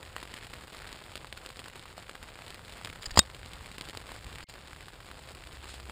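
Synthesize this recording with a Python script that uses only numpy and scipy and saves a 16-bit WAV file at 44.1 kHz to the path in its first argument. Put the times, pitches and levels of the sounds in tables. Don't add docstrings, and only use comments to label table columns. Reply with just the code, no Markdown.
import sys
import numpy as np
from scipy import signal
from scipy.fft import rfft, irfft
from scipy.io import wavfile

SR = 44100
rng = np.random.default_rng(int(sys.argv[2]) if len(sys.argv) > 2 else 0)


def decibels_to_gain(level_db):
    exponent = np.asarray(level_db, float) / 20
    return 10 ** exponent


def bounce(signal):
    frames = np.transpose(np.atleast_2d(signal))
    limited = np.clip(frames, -1, 1)
    pcm = np.round(limited * 32767).astype(np.int16)
    wavfile.write(sys.argv[1], SR, pcm)


N = 260631


def rms_one(x):
    return x / np.sqrt(np.mean(x ** 2) + 1e-20)


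def in_time(rows):
    s, *columns = np.transpose(rows)
    return [np.interp(np.arange(N) / SR, s, c) for c in columns]


def drift(rate):
    r = np.exp(-80 * np.pi * rate / SR)
    slow = signal.lfilter([1], [1, -2 * r, r * r], rng.standard_normal(N // 40 + 2002))[2000:]
    return np.interp(np.arange(N) / 40, np.arange(len(slow)), rms_one(slow))


def ring(clicks, hz, t60):
    r, w = decibels_to_gain(-60 / (t60 * SR)), 2 * np.pi * hz / SR
    return signal.lfilter([0, np.sin(w)], [1, -2 * r * np.cos(w), r * r], clicks + 1e-18)


def click(s, size):
    return size * (np.arange(N) == round(s * SR))


def colour(x, points):
    hz, level_db = np.transpose(points)
    grid = np.maximum(np.fft.rfftfreq(4096, 1 / SR), 5)
    log_level = np.interp(np.log(grid), np.log(hz), level_db) * np.log(10) / 20
    cepstrum = irfft(log_level)
    cepstrum[1:2048] *= 2
    cepstrum[2049:] = 0
    impulse = irfft(np.exp(rfft(cepstrum)))
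    return signal.fftconvolve(x, impulse)[:N]


def resonate(x, hz, width):
    r = np.exp(-np.pi * width / SR)
    b, a = [1, 0.0042, -0.98], [1, -2 * r * np.cos(2 * np.pi * hz / SR), r * r]
    return rms_one(signal.lfilter(b, a, signal.lfilter(b, a, x)))


# (frequency [Hz], level [dB])
RUMBLE = [(15, -29), (30, 4.5), (60, 8), (110, 4), (170, -3), (400, -41)]
# (frequency [Hz], level [dB rms])
HUMS = [(522, -72)]
# (time [s], pitch [Hz], level [dB rms])
ENGINE = [
    (5.0, 66.5, -90),
    (5.35, 66.5, -62),
    (5.55, 66.8, -51),
    (5.75, 66.5, -49),
    (5.91, 66, -50),
]


def yard(rumble_db):
    t = np.arange(N) / SR
    swell_db = 1.2 * drift(4)
    rumble = decibels_to_gain(rumble_db + 7.0 + swell_db) * rms_one(colour(rng.standard_normal(N), RUMBLE))
    hz, engine_db = in_time(ENGINE)
    engine = np.sqrt(2) * decibels_to_gain(engine_db) * np.sin(2 * np.pi * np.cumsum(hz) / SR)
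    hums = sum(np.sqrt(2) * decibels_to_gain(db + 4.0 * drift(2.5)) * np.sin(2 * np.pi * hz * t) for hz, db in HUMS)
    return rumble + engine + hums


# (time [s], level [dB rms])
SWISH = [
    (5.675, -80),
    (5.69, -44.5),
    (5.72, -45.5),
    (5.76, -49),
    (5.82, -75),
]


def swish():
    grain_db = 4.8 * rng.standard_normal(N) + 1.6 * drift(88.9)
    grains = rng.standard_normal(N) * decibels_to_gain(grain_db)
    bright = signal.sosfilt(signal.butter(1, [2500, 9000], "band", fs=SR, output="sos"), grains)
    return decibels_to_gain(in_time(SWISH)[0]) * rms_one(bright)


# (time [s], peak level [dB], rise [s], hold [s], fall [s])
STROKES = [
    (3.025, -36, 0.013, 0.00058, 0.0082),
    (3.0578, -32, .005, 0.0062, 0.01),
    (3.110, -38, .004, .007, .006),
    (3.229, -45, 0.0052, .001, .011),
    (4.427, -50.5, .01, 0.012, .002),
    (4.489, -49.5, .012, 0.01204, 0.0603),
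]
# (time [s], peak level [dB], rise [s], hold [s], fall [s])
SLIDES = [
    (3.161, -34, .003, .003, .014),
    (3.1730, -25, .0015, .001, .003),
    (3.1746, -15, .002, .0012, .003),
    (3.1775, -20, .003, .006, .012),
    (3.1916, -12, .003, .002, .002),
    (3.1942, -21, .002, .001, .007),
]


def strokes():
    t = np.arange(N) / SR
    loudness = np.zeros(N)
    for s, db, rise, hold, fall in STROKES + SLIDES:
        outside = np.clip(np.maximum((s - t) / rise, (t - s - hold) / fall), 0, 4)
        loudness += decibels_to_gain(db - 30 * outside) * (abs(t - s) < .5)
    return loudness


# (frequency [Hz], width [Hz], level [dB])
HOUSING = [(950.6, 1010, -10), (1740, 240, -11.5), (3100, 820, -6), (4820, 950, 1.5), (6970, 1100, -1),
           (8160, 1100, -21), (11500, 4200, -16.5), (15075, 1200, -22.5)]


def rubbing():
    grit = rng.standard_normal(N) * decibels_to_gain(0.86 * rng.standard_normal(N))
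    body = sum(decibels_to_gain(db) * resonate(grit, hz, width) for hz, width, db in HOUSING)
    return strokes() * rms_one(body)


# (time [s], peak level [dB], frequency [Hz], fade by 60 dB [s], sign and size)
PUSHES = [
    (3.07, -35, 40, 0.13, -1),
    (3.12, -34.5, 45, 0.1, -1.1),
    (3.1736, -14, 700, .003, 0.97),
    (3.1743, -3, 1010, 0.0049, -1.11),
    (3.1760, -16, 91.8, 0.064, 0.92),
    (3.188, -20.5, 60, .05, 0.9),
    (3.19, -3.5, 447, 0.0041, 1),
    (3.1750, -19.5, 170.8, 0.063, 0.81),
    (3.1914, -11, 170, 0.019, -0.77),
    (3.1930, -26.5, 65, 0.19, -0.39),
]
# (time [s], level [dB], frequency [Hz], fade by 60 dB [s])
STRIKE = [
    (3.1914, 1, 5020, .009),
    (3.1914, 1, 6970, .009),
    (3.1920, -2, 5020, .007),
    (3.19211, -1, 6970, .007),
    (3.1925, -7, 3100, .006),
    (3.1938, -8, 1600, .004),
]
CATCH_S = 3.1937
# (frequency [Hz], level [dB], fade by 60 dB [s])
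CATCH = [(2649, -38, .036), (3736, -16.5, .055), (6745, -30, .026), (8263, -22, .05)]


def catch_snap():
    out = sum(ring(click(s, sign * decibels_to_gain(db)), hz, t60) for s, db, hz, t60, sign in PUSHES)
    out += sum(ring(click(s, decibels_to_gain(db)), hz, t60) for s, db, hz, t60 in STRIKE)
    return out + sum(ring(click(CATCH_S, decibels_to_gain(db)), hz, t60) for hz, db, t60 in CATCH)


def splash(strength, decay_s):
    r = np.exp(-1 / (decay_s * SR))
    return signal.lfilter([1], [1, -r], strength + 1e-18) * rng.standard_normal(N)


def patter(level_db, per_s, spread_db, cycles, splash_db, hiss_db):
    sizes = decibels_to_gain(spread_db * np.minimum(rng.exponential(1, N), 2.6))
    sizes = sizes * (rng.random(N) < per_s * decibels_to_gain(2.5 * drift(14)) / SR)
    pitches = np.geomspace(500, 9000, 16)
    dealt = rng.integers(0, 16, N)
    signed = sizes * np.where(rng.random(N) < .7, 1, -1)
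    rings = sum(ring(signed * (dealt == k), hz, cycles / hz) * hz ** .6 for k, hz in enumerate(pitches))
    ticks = rms_one(rings) + decibels_to_gain(-1.5) * rms_one(signed - signed.mean())
    spray = decibels_to_gain(splash_db) * rms_one(splash(sizes, decay_s=0.0045))
    hiss = decibels_to_gain(hiss_db + 2.0 * drift(36)) * rng.standard_normal(N)
    return decibels_to_gain(level_db) * rms_one(ticks + spray + hiss)


# (time [s], rate [drops per s])
GUSTS = [(0.0, 30.5), (0.7, 45.7), (1.0, 34.8), (1.3, 22.3), (1.7, 22), (2.0, 29), (2.3, 35.1),
         (2.65, 44.5), (3.0, 30), (3.3, 11.8), (3.7, 25), (4.0, 45), (4.4, 45), (4.55, 19.6), (4.85, 24.9),
         (5.1, 9.86), (5.5, 19.6), (5.91, 30)]
SCATTER_DB, SCATTER_SPREAD_DB, SCATTER_SPRAY_DB = -37.5, 2.5, -14


def scattered():
    crowd = np.cumsum(np.maximum(in_time(GUSTS)[0], 1)) / SR
    luck = rng.random((250, 4))
    arrivals = np.cumsum(.3 + 1.4 * luck[:, 0])
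    s = np.interp(arrivals, crowd, np.arange(N) / SR)
    db = SCATTER_DB + 3.5 * SCATTER_SPREAD_DB * (luck[:, 1] - .5)
    hz = 950 * 4.5 ** luck[:, 2] ** .7
    spray_db = SCATTER_SPRAY_DB + 14 * (luck[:, 3] - .5)
    rows = np.c_[s, db, hz, spray_db]
    return [tuple(row) for row in rows[arrivals < crowd[-1]]]


# (time [s], peak level [dB], cloth ring [Hz], spray against peak [dB])
DROPS = [(0.1644, -23.5, 1070, -11), (0.2285, -31.5, 950, -4), (0.3404, -26, 3100, -11),
         (0.5363, -26.5, 2300, -12), (0.7695, -28.5, 4480, -25), (0.9283, -24, 4478, -20),
         (1.1557, -23, 3300, -12), (1.1767, -26.5, 3920, -19), (1.2459, -30.5, 1009, -19),
         (1.3266, -24, 3080, -15), (1.3749, -30, 3530, -9.5), (1.4618, -24, 3880, -14.5),
         (1.4903, -30, 4180, -11), (1.5922, -28.5, 2410, -14), (1.9794, -33, 715.4, -5.5),
         (2.0947, -30.5, 1300, -9), (2.1533, -29, 1477, -14), (2.5045, -28, 3790, -13.5),
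         (2.848, -21, 4256, -13), (2.8582, -25.5, 2797, -32), (2.8734, -29.5, 1720, -12),
         (3.3473, -30, 3140, -11.5), (3.46, -28.5, 4610, -18), (3.5341, -28.5, 3388, -11.5),
         (3.7823, -25.5, 3056, -11), (3.811, -19.5, 3830, -18), (3.897, -25, 3570, -17),
         (3.973, -19.5, 4467, -19), (4.1179, -34, 726, -5.5), (5.8972, -28, 1170, -17)]
# (time [s], peak level [dB], cloth ring [Hz])
TAUT_DROPS = [(0.2133, -35, 3490), (0.4346, -34, 3230), (0.4461, -33.5, 3270), (0.7305, -34, 3100),
              (0.873, -30.5, 3270), (0.9573, -34.5, 3270), (1.1689, -32, 3400), (1.2705, -33, 3190),
              (1.5706, -30, 4500), (1.5997, -31.5, 3100), (1.642, -31, 3400), (1.6826, -28.5, 8050),
              (1.795, -32, 3622), (2.4644, -32, 3660), (2.4803, -29.5, 3270), (2.5444, -29, 3786),
              (2.723, -31, 3534), (3.0318, -27.5, 2710), (3.0423, -29.5, 3180), (3.8201, -31, 3965),
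              (3.8529, -33, 4090), (3.8878, -28.5, 3360), (4.2444, -32.5, 3703), (4.3287, -32, 3490),
              (4.357, -30, 2890), (4.6747, -34, 4690), (5.3172, -34.5, 4576), (5.472, -31, 2930),
              (5.5277, -34, 3680), (5.7409, -28.5, 4525)]
# (time [s], peak level [dB], cloth ring [Hz])
SLACK_DROPS = [(0.0292, -31, 2330), (0.2016, -34, 2370), (0.2536, -34, 1290), (0.3689, -31.5, 2150),
               (0.3773, -31, 1640), (0.427, -34, 1720), (0.5058, -43, 730), (0.747, -34.5, 1030),
               (0.8196, -33, 1420), (1.503, -32.5, 1340), (1.6596, -33.5, 1380), (1.8563, -35, 1080),
               (1.8862, -40, 1980), (2.8134, -34, 895), (2.9, -29.5, 2150), (2.9285, -31.5, 1640),
               (3.108, -30.5, 1940), (3.1575, -31, 730), (3.3001, -34, 2020), (3.609, -37.5, 1034),
               (3.6599, -31.5, 2150), (3.7153, -32, 2450), (3.9501, -31, 988), (4.3846, -31, 1640),
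               (4.7314, -32.5, 1380), (4.7622, -37, 1461), (5.0885, -37, 1040), (5.114, -31, 1598),
               (5.1927, -39, 776), (5.6424, -34.5, 1030)]
TAUT_SPRAY_DB, SLACK_SPRAY_DB = -13, -11.5


def near_drops(cycles, rebound_db):
    rows = DROPS + [row + (TAUT_SPRAY_DB,) for row in TAUT_DROPS]
    rows = rows + [row + (SLACK_SPRAY_DB,) for row in SLACK_DROPS] + scattered()
    out, t = np.zeros(N + 2000), np.arange(900) / SR
    luck = rng.random((len(rows), 2))
    spray = np.clip(rng.laplace(size=(len(rows), 900)) ** 3 / 8, -3, 3)
    swell, fade = 1 - np.exp(-t / 0.00029), np.exp(-t / 0.0022) + 0.15 * np.exp(-t / 0.011)
    tail = swell * fade
    for (s, db, hz, spray_db), (wait, soft), droplets in zip(rows, luck, spray):
        at = round(s * SR)
        ring_s = cycles * (hz / 3000) ** -0.1 / hz
        tone = np.cos(2 * np.pi * hz * t) * decibels_to_gain(-60 * t / ring_s)
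        thud_db = -9 - 2.4 * np.log2(hz / 1000)
        thud = decibels_to_gain(thud_db) * np.sin(2 * np.pi * 500 * t) * decibels_to_gain(-60 * t / 0.0033)
        hit = decibels_to_gain(db + 2.5) * (.95 * tone + .8 * thud + .85 * (t == 0))
        out[at:at + 900] += hit + decibels_to_gain(db + spray_db + 6.0) * tail * droplets
        late = at + round((.0008 + 0.0023 * wait) * SR)
        out[late:late + 900] += decibels_to_gain(rebound_db + spray_db / 2 - 15.0 * soft) * hit
    return out[:N]


# (frequency [Hz], level [dB])
CLOTH = [(60, -4.5), (200, 2.5), (600, 2), (1500, 2), (3300, 1), (5000, 1), (8000, -1.5), (11000, -10),
         (15200, -11.5), (15800, -46)]


def through_cloth(x):
    return colour(x, CLOTH)


# (frequency [Hz], width [Hz], depth [dB])
PORT_NOTCHES = [(5960, 2150, -9), (6010, 1400, -9.5), (11930, 2140, -20)]


def port(x):
    for hz, width, depth_db in PORT_NOTCHES:
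        w = 2 * np.pi * hz / SR
        pole = np.tan(np.pi * width / SR)
        zero = pole * decibels_to_gain(depth_db)
        b, a = [1 + zero, -2 * np.cos(w), 1 - zero], [1 + pole, -2 * np.cos(w), 1 - pole]
        x = signal.lfilter(b, a, x)
    return x


# (time [s], patter level [dB], rumble level [dB])
RAIN = [(0.0, -51, -61.5), (0.77, -48, -62.5), (1.2, -51, -62), (2.4, -50, -62), (2.88, -49.5, -58),
        (3.5, -50.5, -59.5), (4.35, -50, -57.5), (4.5, -51, -60.5), (4.9, -50.5, -62), (5.91, -49, -60)]


def scene():
    patter_db, rumble_db = in_time(RAIN)
    rain = patter(patter_db, per_s=800, spread_db=4.5, cycles=3.5, splash_db=-3, hiss_db=-1)
    rain = through_cloth(rain + near_drops(cycles=3.62, rebound_db=-3.0) + swish())
    handling = rubbing() + catch_snap()
    return (port(rain + handling) + yard(rumble_db))[None]


# (time [s], gain [dB])
GAP = [
    (4.4418, 0),
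    (4.4428, -30),
    (4.452, -50),
    (4.468, -52),
    (4.470, -38),
    (4.479, -30),
    (4.488, 0),
]
# time [s], frequency [Hz], level [dB], fade by 60 dB [s]
GAP_RING = (4.442, 2150, -66, .2)
# from [s], to [s], low edge [Hz], high edge [Hz], level [dB rms]
GAP_LEAK = (4.469, 4.484, 2000, 4500, -67)


def brief_gap(dry):
    s, hz, db, t60 = GAP_RING
    thin = ring(click(s, decibels_to_gain(db)), hz, t60) * (np.arange(N) < 4.47 * SR)
    start, stop, low, high, leak_db = GAP_LEAK
    leak = signal.sosfilt(signal.butter(4, [low, high], "band", fs=SR, output="sos"), rng.standard_normal(N))
    is_open = abs(np.arange(N) / SR - (start + stop) / 2) < (stop - start) / 2
    thin += decibels_to_gain(leak_db) * rms_one(leak) * is_open
    return dry * decibels_to_gain(in_time(GAP)[0]) + thin


def band_limit(x):
    return signal.sosfilt(signal.butter(12, 15700, fs=SR, output="sos"), x)


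def record(dry):
    clipped = np.clip(brief_gap(dry), -1, 1)
    top_cut = signal.butter(8, 16500, fs=SR, output="sos")
    mix = signal.sosfilt(top_cut, clipped)
    return band_limit(mix)


dry = scene()
out = record(dry)
bounce(out)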